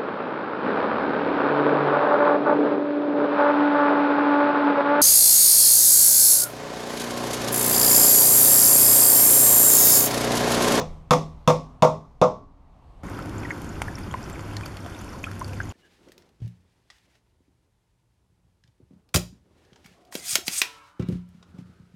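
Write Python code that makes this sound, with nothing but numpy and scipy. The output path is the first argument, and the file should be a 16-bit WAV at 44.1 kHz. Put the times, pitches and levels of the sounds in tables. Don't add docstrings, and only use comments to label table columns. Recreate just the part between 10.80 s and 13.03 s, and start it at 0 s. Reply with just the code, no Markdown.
import sys
import numpy as np
from scipy import signal
from scipy.io import wavfile
from scipy.ndimage import uniform_filter1d

SR = 44100
rng = np.random.default_rng(int(sys.argv[2]) if len(sys.argv) > 2 else 0)


def waveform_to_disk(signal):
    frames = np.transpose(np.atleast_2d(signal))
    scaled = np.clip(frames, -1, 1) * 32767
    samples = np.round(scaled).astype(np.int16)
    wavfile.write(sys.argv[1], SR, samples)


N = 98519


def undb(db):
    return 10 ** (np.asarray(db) / 20)


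def unit(x):
    return x / np.sqrt(np.mean(x ** 2))


def fade(t, t60):
    return np.exp(-np.log(1000) * t / t60)


def sine(t, hz):
    return np.sin(2 * np.pi * hz * t)


def band(x, lo_hz, hi_hz):
    sos = signal.butter(2, [lo_hz, min(hi_hz, .45 * SR)], "band", fs=SR, output="sos")
    return signal.sosfilt(sos, x)


def walk(rate_hz):
    k = int(SR / rate_hz)
    steps = np.repeat(rng.standard_normal(N // k + 1), k)
    slewed = uniform_filter1d(uniform_filter1d(steps, k), k)
    return 1.3 * slewed[:N]


def ring(t, hz, db, t60):
    sign = (-1.) ** np.arange(len(hz))
    level = (sign * undb(db))[:, None]
    return (level * fade(t, t60[:, None]) * sine(t, hz[:, None])).sum(axis=0)


def hammering():
    # (time [s], level [dB], knock [dB], knock pitch [Hz], crack [dB], top treble [dB],
    # frame boom [dB], boom t60 [s], first strong mode [dB], second strong mode [dB],
    # high board modes [dB], ring length [factor], contact [ms])
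    blows = [(-0.012, -23.5, -5, 900, -9, -12, -5.5, 0.79, -2.5, -5.5, -4.5, 0.89, .45),
             (0.3083, -13, 9, 1200, -8, 3, -2.5, 0.52, -1, -9.5, 0, .95, 0.32),
             (0.676, -13.5, 8, 1120, -9, 0.5, 0.5, 0.39, 2, -2, -0.5, 1.055, .4),
             (1.0229, -13, 7.5, 1006, -12, -0.5, -1, 0.41, 2, 6, 3, 1.06, .45),
             (1.4153, -13.5, 11, 569, -16, -10.5, -5.5, 0.23, 3, 7.5, 2, 1.08, 0.53)]
    pad = 2048
    low_cut_hz = 115
    out = np.zeros(N + pad + SR)
    for time_s, db, *how in blows:
        i = pad + int(time_s * SR)
        out[i:i + SR] += undb(db) * blow(*how)
    sos = signal.butter(2, low_cut_hz, "high", fs=SR, output="sos")
    return signal.sosfilt(sos, out)[pad:pad + N]


def blow(knock_db, knock_hz, crack_db, top_db, boom_db, boom_t60, first_db, second_db,
         high_db, sustain, contact_ms):
    t = np.arange(SR) / SR
    colour = blow_colour(crack_db, top_db, high_db)
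    knock = undb(knock_db) * fade(t, .015) * sine(t, knock_hz)
    wood = board(t, colour, first_db, second_db, sustain) + knock
    boom = undb(boom_db) * frame(t, boom_t60)
    push = np.sin(np.pi * np.clip(t[:200] * 1000 / contact_ms, 0, 1))
    push = push / push.sum()
    wood = signal.fftconvolve(wood, push)[:SR]
    boom = signal.fftconvolve(boom, push)[:SR]
    crack = undb(crack_db) * steel(t, top_db)
    wood_taps, steel_taps = echoes()
    wood = signal.fftconvolve(wood, wood_taps)[:SR]
    crack = signal.fftconvolve(crack, steel_taps)[:SR]
    return wood + crack + boom + tail(t, colour)


def blow_colour(crack_db, top_db, high_db):
    corner_hz = [676, 880, 1350, 1700, 6500, 11000]
    level_db = [0, high_db, high_db, crack_db, crack_db, crack_db + top_db]
    return lambda f: np.interp(np.log(f), np.log(corner_hz), level_db)


def board(t, colour, first_db, second_db, sustain):
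    board_hz = [224, 268, 408, 497, 554, 623, 686, 764, 842, 918, 1012, 1055, 1088, 1126, 1167, 1230, 1380,
                1497]
    # (level before colour [dB], t60 before ring length factor [s])
    board_modes = [(-19, 0.27), (-15.5, 0.9), (-25.5, 0.44), (-4, 0.19), (-8, 0.22), (-6.5, 0.22),
                   (-14.5, 0.32), (-25, 0.071), (-12, 0.25), (-9, 0.21), (-18, 0.18), (-19.5, 0.33),
                   (-9.5, 0.18), (-14, 0.41), (-13, .16), (-14, 0.084), (-19.5, 0.17), (-22.5, 0.033)]
    scatter_db, detune = 1.5, .003
    pair_hz, pair_db = 14, -11.5
    swell_ms = 2.5
    hz, (db, t60) = np.array(board_hz), np.array(board_modes).T
    chance = rng.standard_normal((3, len(hz)))
    db = db + colour(hz) + scatter_db * chance[0]
    db[[3, 5]] += first_db, second_db
    t60 = t60 * sustain
    hz = hz * (1 + detune * chance[1])
    modes = ring(t, hz, db, t60)
    twins = ring(t, hz + pair_hz * chance[2], db + pair_db, t60)
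    return (modes + twins) * (1 - np.exp(-t * 1000 / swell_ms))


def frame(t, boom_t60):
    boom_hz, boom_db = 156.5, -1.5
    thud_hz, thud_t60_s, thud_db = 177, .11, -.5
    legs_hz, legs_t60_s, legs_db = 98, .6, -22.5
    boom = undb(boom_db) * fade(t, boom_t60) * sine(t, boom_hz)
    thud = undb(thud_db) * fade(t, thud_t60_s) * sine(t, thud_hz)
    legs = undb(legs_db) * fade(t, legs_t60_s) * sine(t, legs_hz)
    return boom + thud + legs


def steel(t, top_db):
    steel_hz = [2150, 2660, 3410, 3620, 5190, 6730, 10900]
    # (level relative to crack [dB], t60 [s])
    steel_rings = [(-4.5, 0.041), (1, 0.031), (2, 0.016), (2.5, 0.032), (-3.5, 0.011), (-1.5, .015),
                   (-10, 0.0044)]
    noise_db, noise_t60_s = 9.5, .018
    noise = rng.standard_normal(SR) * fade(t, noise_t60_s) * undb(noise_db)
    top = band(band(noise, 9500, 11000), 7000, 15000)
    snap = band(noise, 1300, 5800) + undb(top_db - 13) * top
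    return ring(t, np.array(steel_hz), *np.array(steel_rings).T) + snap


def echoes():
    # (delay [ms], level for wood [dB], level for steel [dB])
    returns = [(3.502, 1, -11.5), (7.32, -11, -7), (21.45, -15.5, -15.5), (27.363, -5, -16.5)]
    t = np.arange(SR // 20) / SR
    wood_taps, steel_taps = 1. * (t == 0), 1. * (t == 0)
    for ms, wood_db, steel_db in returns:
        tap = np.clip(1 - np.abs(t - ms / 1000) * SR, 0, 1)
        wood_taps = wood_taps - undb(wood_db) * tap
        steel_taps = steel_taps + undb(steel_db) * tap
    return wood_taps, steel_taps


def tail(t, colour):
    # (pitch [Hz], level before colour and tail gain [dB], t60 [s])
    tail_bands = [(130, -10, 0.41), (213, -10.5, 0.45), (322, -11.5, 0.33), (520, -6, 0.31),
                  (810, 2.5, 0.16), (1200, 2.5, 0.18), (1396, -11.5, 0.12), (2010, -5.5, .24),
                  (2600, -5, .24), (2940, -14, .24), (3370, -3, 0.27), (4500, -16, 0.34), (5130, -2.5, .26),
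                  (6540, -5.5, .25), (8000, -15.5, 0.27), (11000, -16.5, 0.18), (14500, -22.5, .17)]
    late_db, late_t60_s = -28, .64
    wall_ms, wall_spread_ms, wall_db = 27.5, 5.1, -5
    rise_ms, tail_db = 5, -9.5
    hz, db, t60 = np.array(tail_bands).T
    out = 0
    for f in 110 * 2 ** (np.arange(36) / 5):
        band_db = np.interp(np.log(f), np.log(hz), db) + colour(f)
        band_t60 = np.interp(np.log(f), np.log(hz), t60)
        shape = fade(t, band_t60) + undb(late_db) * fade(t, late_t60_s)
        noise = band(rng.standard_normal(SR), f / 2 ** (1 / 10), f * 2 ** (1 / 10))
        out = out + undb(band_db) * shape * unit(noise)
    wall = undb(wall_db) * np.exp(-((t * 1000 - wall_ms) / wall_spread_ms) ** 2)
    rise = 1 - np.exp(-(t * 1000 / rise_ms) ** 2)
    return undb(tail_db) * out * (1 + wall) * rise


def air():
    # (pitch [Hz], density [dB per Hz])
    spectrum = [(22, -4), (40, -10.5), (66, -7.5), (85, -17), (110, -17), (181, -22), (355, -30),
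                (548, -29.5), (844, -27), (1200, -33), (1450, -50), (3000, -55), (10700, -70), (14000, -84)]
    # (time [s], rumble [dB], mids [dB], treble [dB])
    group_levels = [(0, -36, -47, -57), (.25, -45.5, -57, -72.5), (0.618, -44.5, -57, -72),
                    (.95, -47, -55.5, -74), (1.301, -52.5, -62, -77), (1.699, -52, -63.5, -80.5),
                    (1.902, -51, -60.5, -77), (2.098, -49.5, -57, -73.5), (2.23, -43.5, -54, -68.5)]
    gust_db, flicker_db, rate_hz = 2.5, 1.2, 9.4
    t, out = np.arange(N) / SR, 0
    hz, db = np.array(spectrum).T
    time_s, *levels_db = np.array(group_levels).T
    groups_hz = [(0, 140), (140, 1500), (1500, SR)]
    depths_db = (gust_db, flicker_db, flicker_db)
    for (lo, hi), level_db, depth_db in zip(groups_hz, levels_db, depths_db):
        part = 0
        for f in 22 * 2 ** np.arange(0, 9.6, .5):
            if lo <= f < hi:
                band_db = np.interp(np.log(f), np.log(hz), db) + depth_db * walk(rate_hz)
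                noise = band(rng.standard_normal(N), f / 2 ** .23, f * 2 ** .25)
                part = part + undb(band_db) * noise
        out = out + unit(part) * undb(np.interp(t, time_s, level_db))
    return out


def scene():
    return (hammering() + air())[None]


def record(dry):
    top_hz = 15800
    rounded = np.tanh(0.61 * dry) / 0.59
    return signal.sosfilt(signal.ellip(10, .2, 80, top_hz, fs=SR, output="sos"), rounded)


dry = scene()
out = record(dry)
waveform_to_disk(out)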